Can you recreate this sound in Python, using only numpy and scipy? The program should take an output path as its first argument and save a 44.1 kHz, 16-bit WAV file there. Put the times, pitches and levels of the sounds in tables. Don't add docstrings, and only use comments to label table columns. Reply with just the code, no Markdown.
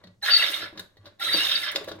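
import sys
import numpy as np
from scipy import signal
from scipy.fft import rfft, irfft, next_fast_len
from scipy.io import wavfile
from scipy.ndimage import uniform_filter1d

SR = 44100
rng = np.random.default_rng(int(sys.argv[2]) if len(sys.argv) > 2 else 0)


def store_wav(level_fs):
    pcm = np.round(np.clip(np.atleast_2d(level_fs), -1, 1) * 32767)
    wavfile.write(sys.argv[1], SR, pcm.T.astype(np.int16))


N = 88200
FILTER_SIZE = 16384
T = np.arange(N) / SR
HZ = np.maximum(np.arange(FILTER_SIZE // 2 + 1) * SR / FILTER_SIZE, 1)
FULL_HZ = np.arange(N // 2 + 1) * SR / N

CHURN_PER_S = 130
RIGHT_LAG_S = .00007

# t/s, low rocking level/dB, froth level/dB
WATER = [(0, -75.5, -63), (.06, -54.5, -63), (.14, -63, -73.5), (.21, -66.5, -101.5), (.4, -62.5, -51.5),
         (.57, -70, -56.5), (.63, -53, -46), (.72, -64, -64.5), (.8, -50.5, -47), (.88, -71.5, -75.5),
         (.96, -79, -72), (1.01, -61, -68.5), (1.08, -60, -58.5), (1.17, -76, -74), (1.3, -55.5, -46.5),
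         (1.7, -64.5, -62), (1.79, -61.5, -42), (1.86, -55.5, -55), (1.92, -52.5, -50.5), (2, -53.5, -57)]
# f/Hz, width/Hz, level/dB
FROTH_MODES = [(200, 23, -5), (311.2, 17.8, 3.5), (414, 57, -4), (560.6, 55, 2.5), (1060, 420, -10.5),
               (1600, 180, -14.5), (2060, 300, -22), (3800, 1000, -21.5)]


def undb(db):
    return 10 ** (np.asarray(db) / 20)


def unit(x):
    return x / np.sqrt(np.mean(x ** 2) + 1e-20)


def noise():
    return rng.standard_normal(N)


def walk(rate):
    k = max(int(SR / rate), 1)
    steps = noise()[np.arange(N) // k]
    return unit(uniform_filter1d(steps, k))


def curve(rows, axis=1):
    rows = np.array(rows)
    return undb(np.interp(T, rows[:, 0], rows[:, axis], left=-150, right=-150))


def pan(db):
    return undb(np.array([[.5], [-.5]]) * db)


def colour(points):
    hz, db = np.array(points).T
    return undb(np.interp(np.log(HZ), np.log(hz), db))


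def band(lo_hz, hi_hz, order=4):
    low_side = 1 + (lo_hz / HZ) ** (2 * order)
    high_side = 1 + (HZ / hi_hz) ** (2 * order)
    return 1 / np.sqrt(low_side * high_side)


def modes(rows):
    power = 0
    for hz, width, db in rows:
        detune = (HZ ** 2 - hz ** 2) / (HZ * width)
        power = power + undb(db) ** 2 / (1 + detune ** 2)
    return np.sqrt(power)


def convolve(x, response):
    size = next_fast_len(N + len(response), True)
    return irfft(rfft(x, size) * rfft(response, size), size)[..., :N]


def shape(x, gain):
    cepstrum = irfft(np.log(gain + 1e-6))
    cepstrum[1:FILTER_SIZE // 2] *= 2
    cepstrum[FILTER_SIZE // 2 + 1:] = 0
    return convolve(x, irfft(np.exp(rfft(cepstrum)))[:FILTER_SIZE // 2])


def split(x, edges):
    spectrum = rfft(x)
    return [irfft(spectrum * ((FULL_HZ >= lo) & (FULL_HZ < hi)), N) for lo, hi in zip(edges, edges[1:])]


def fade(age, t60):
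    return (age >= 0) * np.exp(-np.log(1000) * np.clip(age / t60, 0, 10))


def swarm(span_hz, rate, cycles, size=256):
    size_spread_db = 4.5
    when, pitch, chance = rng.random((int(rate * N / SR), 3)).T[..., None]
    hz = span_hz[0] + pitch * (span_hz[1] - span_hz[0])
    age = T[:size]
    strength = undb(size_spread_db * np.minimum(-np.log(1 - chance), 3)) * hz
    rings = strength * fade(age, cycles / hz) * np.sin(2 * np.pi * hz * age)
    places = (when * N).astype(int) + np.arange(size)
    return unit(np.bincount(places.ravel(), rings.ravel(), N)[:N])


def gulp(s, hz, rise_s, t60, glide):
    age = np.maximum(T - s, 0)
    swell = 2 * (1 - np.exp(-age / rise_s)) * fade(age, t60)
    cycles = hz * np.cumsum((age > 0) * np.exp(glide * age)) / SR
    return swell, np.sin(2 * np.pi * cycles)


def room_tone():
    # f/Hz, level/dB
    tone_colour = [(20, -2), (60, -1), (150, -5.5), (500, -12.5), (2000, -36), (6000, -27.5),
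                   (16000, -42.5)]
    level_db = -69
    air = noise() + .9 * np.array([noise(), noise()])
    return unit(shape(air, colour(tone_colour))) * undb(level_db)


def froth():
    bursts = swarm((150, 4000), rate=1300, cycles=6.4)
    return unit(shape(bursts, modes(FROTH_MODES))) * curve(WATER, axis=2)


def rocking():
    # f/Hz, width/Hz, level/dB
    rocking_modes = [(72, 3.7, -3.5), (98.82, 15, -0.5), (188, 21, -4)]
    hum = signal.hilbert(shape(noise(), modes(rocking_modes) * band(56, 270)))
    steadier = hum.real / np.sqrt(np.abs(hum))
    return shape(unit(steadier) * curve(WATER), band(50, 400))


def pings():
    # t/s, level/dB
    ping_events = [(.038, -47), (.074, -66), (.97, -53.5)]
    # f/Hz, level/dB, t60/s
    spring = [(1934, -3, 0.1), (3830, -11.5, .07), (4300, -4.5, 0.066)]
    ring = sum(undb(db) * fade(T, t60) * np.sin(2 * np.pi * hz * T) for hz, db, t60 in spring)
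    return sum(undb(db) * np.interp(T - s, T, ring, left=0) for s, db in ping_events)


def clicks(snap_share=0.75):
    # t/s, body level/dB, clack level/dB, snap level/dB, t60 of body and clack/s
    click_events = [(0.04, -45.5, -50, -71, 0.03), (0.072, -52, -51.5, -86, 0.028),
                    (0.728, -48.5, -78.5, -82, 0.035), (0.775, -61, -36, -59, 0.05),
                    (0.794, -52.5, -36, -40.5, 0.043), (0.969, -57.5, -61, -71.5, 0.05),
                    (1.044, -54.5, -62, -74.5, 0.043), (1.056, -59, -46.5, -64.5, 0.1086),
                    (1.716, -70, -47, -30, 0.0092), (1.75, -36.5, -38, -48, 0.056),
                    (1.7591, -35, -17, -33, 0.01716), (1.8423, -61.5, -41, -44, 0.024),
                    (1.8843, -38, -38, -48.5, 0.075), (1.915, -35.5, -36, -57, 0.036)]
    # f/Hz, width/Hz, level/dB
    housing = [(1130, 96, -6), (1536, 210, 4), (1985, 110, -4), (2868, 960, -13), (3860, 530, 5),
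               (4640, 780, -4.5), (4898, 410, -9)]
    body = unit(shape(noise(), modes(FROTH_MODES) * band(290, 900)))
    clack = unit(shape(noise(), modes(housing) * band(900, 5900)))
    snap = unit(shape(noise(), band(5000, 17000)))
    out = 0
    for s, body_db, clack_db, snap_db, t60 in click_events:
        out = out + fade(T - s, t60) * (undb(body_db) * body + undb(clack_db) * clack)
        out = out + fade(T - s, t60 * snap_share) * undb(snap_db) * snap
    return out


def thumps():
    # t/s, f/Hz, level/dB
    thump_events = [(0.044, 190.4, -49), (0.058, 101.6, -54), (.6, 99, -57), (0.986, 100.6, -49)]
    out = 0
    for s, hz, db in thump_events:
        swell, ring = gulp(s, hz, rise_s=0.0133, t60=0.2, glide=-0.91)
        out = out + undb(db) * swell * ring
    return out


def hiss():
    # t/s, level/dB
    hiss_levels = [
        [(.214, -97), (.227, -50.5), (.28, -42.5), (.36, -43.5), (.44, -42.5), (.56, -47), (.65, -57),
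         (.73, -104)],
        [(1.188, -88.5), (1.2, -51), (1.22, -46), (1.37, -42), (1.45, -42.5), (1.62, -47.5), (1.69, -60.5),
         (1.75, -62)],
    ]
    # f/Hz, level/dB
    hiss_colour = [(100, -37), (300, -2), (600, 6.5), (1000, -1), (5000, -8), (6100, -6.5), (6500, -4.5),
                   (7200, -6), (8500, 1), (9250, 6), (9800, -1.5), (10700, -3.5), (11900, 10), (13200, -8),
                   (14200, -5.5), (15500, -8)]
    # f/Hz, left minus right/dB
    hiss_pan = [(300, -7), (1000, 7.5), (5800, 28.5), (7000, 13), (8800, 4.5), (9400, 11), (10800, 3),
                (11900, 1.5), (13600, 9.5), (15500, 4.5)]
    shift_db, shift_per_s, flutter_db = 2, 22, 1.55
    parts = split(noise(), (20, 2500, 5000, 8000, 10700, 13000, 20000))
    rush = sum(part * undb(shift_db * walk(shift_per_s)) for part in parts)
    jet = unit(shape(rush, colour(hiss_colour))) * sum(curve(c) for c in hiss_levels)
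    jet = jet * undb(flutter_db * walk(CHURN_PER_S))
    return np.array([shape(jet, colour(hiss_pan) ** side) for side in (.5, -.5)])


def cloud():
    # t/s, large bubble level/dB, small bubble level/dB
    cloud_levels = [
        [(.214, -77, -66), (.228, -42.5, -48), (.255, -36.5, -31), (.285, -29, -28.5), (.35, -34, -29),
         (.415, -30.5, -28.5), (.45, -33, -29.5), (.5, -40, -34.5), (.57, -41, -38), (.61, -39.5, -37),
         (.67, -41.5, -47.5), (.71, -71.5, -69.5)],
        [(1.188, -76.5, -67.5), (1.198, -50.5, -56.5), (1.212, -41.5, -39), (1.219, -37.5, -32.5),
         (1.32, -37.5, -38.5), (1.365, -35.5, -29), (1.41, -33.5, -29.5), (1.47, -36, -30), (1.5, -36, -30),
         (1.53, -39.5, -29.5), (1.57, -39, -33), (1.61, -44, -41.5), (1.635, -39, -35), (1.68, -37, -32),
         (1.72, -39, -44), (1.75, -48, -65)],
    ]
    # f/Hz, width/Hz, level/dB, left minus right/dB
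    bottle = [(296.4, 30, -13.5, 1), (584, 41.5, -4, 5), (1356, 160, -5.5, 16), (1668.5, 138, -4, -18.5),
              (2036, 76, -0.5, -2.5), (2176, 250, -1, -2.5), (2690, 280, -4.5, 5.5), (3256, 370, -4.5, 0),
              (3370, 360, -13, -7), (3714, 240, 2, -7), (4200, 330, -7.5, 2.5), (4580, 180, -7.5, 2),
              (5221, 270, -4.5, 2), (5500, 300, -17, -0.5)]
    large_hz, small_hz = (288, 2359), (2360, 5682)
    churn_db, patch_db, patch_per_s = 1.27, 2, 55
    gains = []
    for side in (.5, -.5):
        ear_modes = [(hz, width, db + side * pan_db) for hz, width, db, pan_db in bottle]
        gains.append(modes(ear_modes) * band(200, 5800))
    churn = churn_db * walk(CHURN_PER_S)
    out = 0
    for column, span in enumerate((large_hz, small_hz), start=1):
        bubbles = swarm(span, rate=2600, cycles=7.9)
        sizes = split(bubbles, np.linspace(*span, 5))
        stream = sum(part * undb(churn + patch_db * walk(patch_per_s)) for part in sizes)
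        rung = unit(np.array([shape(stream, gain) for gain in gains]))
        out = out + rung * sum(curve(c, axis=column) for c in cloud_levels)
    return out


def notes(waver, pan_db=-3):
    # t/s, length/s, starting f/Hz, pitch change/share, level/dB
    note_events = [(0.219, 0.03, 1853, -0.2, -39), (.222, 0.034, 816, 0.044, -44),
                   (0.224, 0.03358, 4053, 0.079, -28), (0.28, 0.0169, 1888, 0.022, -25.5),
                   (0.311, 0.0066, 1610, 0, -31), (0.359, 0.012, 2020, 0.015, -27.5),
                   (0.384, 0.035, 2760, 0, -24.5), (.421, 0.0127, 2093, -0.06, -21.5),
                   (.422, 0.0069, 2900, -0.051, -19.5), (0.519, 0.024, 2810, 0.0015, -34),
                   (1.196, 0.027, 794.6, 0.017, -49), (1.197, 0.0104, 2083, -0.153, -40.5),
                   (1.207, 0.0274, 1443, -.1, -34.5), (1.26, 0.0247, 1370, -0.0077, -36),
                   (1.287, 0.016, 1972, -0.052, -26.5), (1.387, 0.058, 2694, 0.11, -26.5),
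                   (1.506, 0.0473, 3134, 0.051, -30.5), (1.511, 0.031, 3540, .03, -31),
                   (1.625, 0.02, 2170, -0.095, -33), (1.675, 0.036, 3250, -0.077, -35.5)]
    out = np.zeros(N)
    wander = 1 + waver * walk(300)
    for s, length, hz, glide, db in note_events:
        on = (T >= s) & (T < s + length)
        u = (T[on] - s) / length
        pitch = hz * (1 + glide * u) * wander[on]
        swell = np.sin(np.pi * u) * np.sqrt(2)
        out[on] += undb(db) * swell * np.sin(2 * np.pi * np.cumsum(pitch) / SR)
    return out * pan(pan_db)


def tube():
    # t/s, level/dB
    tube_levels = [
        [(.26, -49.5), (.34, -35), (.42, -33.5), (.52, -53), (.62, -48), (.69, -66)],
        [(1.195, -48), (1.225, -36), (1.32, -31), (1.41, -34), (1.5, -40), (1.56, -32.5), (1.6, -43)],
    ]
    tube_hz, waver_share, pan_db = 3845, 0.02115, -8
    pitch = tube_hz * (1 + waver_share * walk(500))
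    note = unit(np.sin(2 * np.pi * np.cumsum(pitch) / SR))
    return note * sum(curve(c) for c in tube_levels) * pan(pan_db)


def whistle():
    # t/s, f/Hz, level/dB
    squeals = [
        [(.302, 4690, -48), (.31, 4575, -22), (.333, 4590, -19), (.343, 4480, -11), (.354, 4479, -19.5),
         (.359, 4532, -28), (.367, 4555, -11.5), (.378, 4570, -29), (.395, 4520, -45.5), (.408, 4510, -54.5),
         (.438, 4540, -38), (.455, 4500, -49)],
        [(1.328, 4630, -29), (1.342, 4590, -20), (1.354, 4600, -29.5), (1.4, 4460, -54)],
        [(1.54, 4560, -63), (1.558, 4540, -18.5), (1.572, 4870, -70.5)],
    ]
    waver_share, pan_db = .0035, 2
    out = 0
    for rows in squeals:
        s, hz, _ = np.array(rows).T
        pitch = np.interp(T, s, hz) * (1 + waver_share * walk(250))
        out = out + unit(np.sin(2 * np.pi * np.cumsum(pitch) / SR)) * curve(rows, axis=2)
    return out * pan(pan_db)


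def glugs():
    # t/s, f/Hz, level/dB
    glug_events = [(.497, 305, -45), (0.726, 333.7, -49), (.755, 321, -50), (0.766, 206, -55),
                   (1.065, 585, -44), (1.341, 518, -31.5), (1.343, 323.5, -32.5), (1.354, 203, -41.5),
                   (1.378, 320, -39), (1.758, 564, -32.5), (1.778, 552, -37), (1.811, 422, -37),
                   (1.873, 322, -39), (1.875, 546, -34.5), (1.908, 322, -39.5), (1.953, 318, -43),
                   (1.988, 473, -42)]
    splash_share = 0.46
    splash = unit(shape(noise(), modes(FROTH_MODES)))
    out = 0
    for s, hz, db in glug_events:
        swell, ring = gulp(s, hz, rise_s=0.00251, t60=0.06555, glide=-.8)
        out = out + undb(db) * swell * (ring + splash_share * splash)
    return out


def kitchen(x, size=24000):
    # delay at left ear/s, delay at right ear/s, level/dB
    echoes = [(.00105, 0.00173, -11.5), (.0029, 0.0028, -8.5), (.0052, .0061, -21.5)]
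    early_db, early_t60_s = -2.5, 0.047
    tail_db, tail_t60_s, treble_t60_s = -8, 0.303, 0.27
    out, age = [], T[:size]
    for ear, lag in enumerate((0, RIGHT_LAG_S)):
        paths = [(lag, 0)] + [(row[ear], row[2]) for row in echoes]
        delays = sum(undb(db) * np.exp(-2j * np.pi * FULL_HZ * delay) for delay, db in paths)
        ending = np.clip((T[-1] - T) / .007, 0, 1)
        first = irfft(rfft(x[ear] * ending) * delays, N)
        early = shape(noise(), band(720, 24000))[:size] * fade(age, early_t60_s) * (age > .002)
        tail = shape(noise(), band(140, 4500))[:size] * fade(age, tail_t60_s)
        treble = shape(noise(), band(5600, 14000))[:size] * fade(age, treble_t60_s)
        late = (tail + treble) * (age > .008)
        response = undb(early_db) * unit(early) + undb(tail_db) * unit(late)
        out.append(first + convolve(x[ear], response / np.sqrt(size)))
    return np.array(out)


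def scene():
    room_share = 0.66
    near = glugs() + whistle() + notes(waver=.022)
    straight = np.array([near[0], np.interp(T - RIGHT_LAG_S, T, near[1])])
    machine = froth() + pings() + clicks() + hiss() + cloud() + tube()
    in_room = kitchen(machine + room_share * near)
    return in_room + (1 - room_share) * straight + rocking() + thumps() + room_tone()


def record(dry):
    return signal.sosfilt(signal.ellip(10, .2, 80, 16000, fs=SR, output="sos"), dry)


dry = scene()
out = record(dry)
store_wav(out)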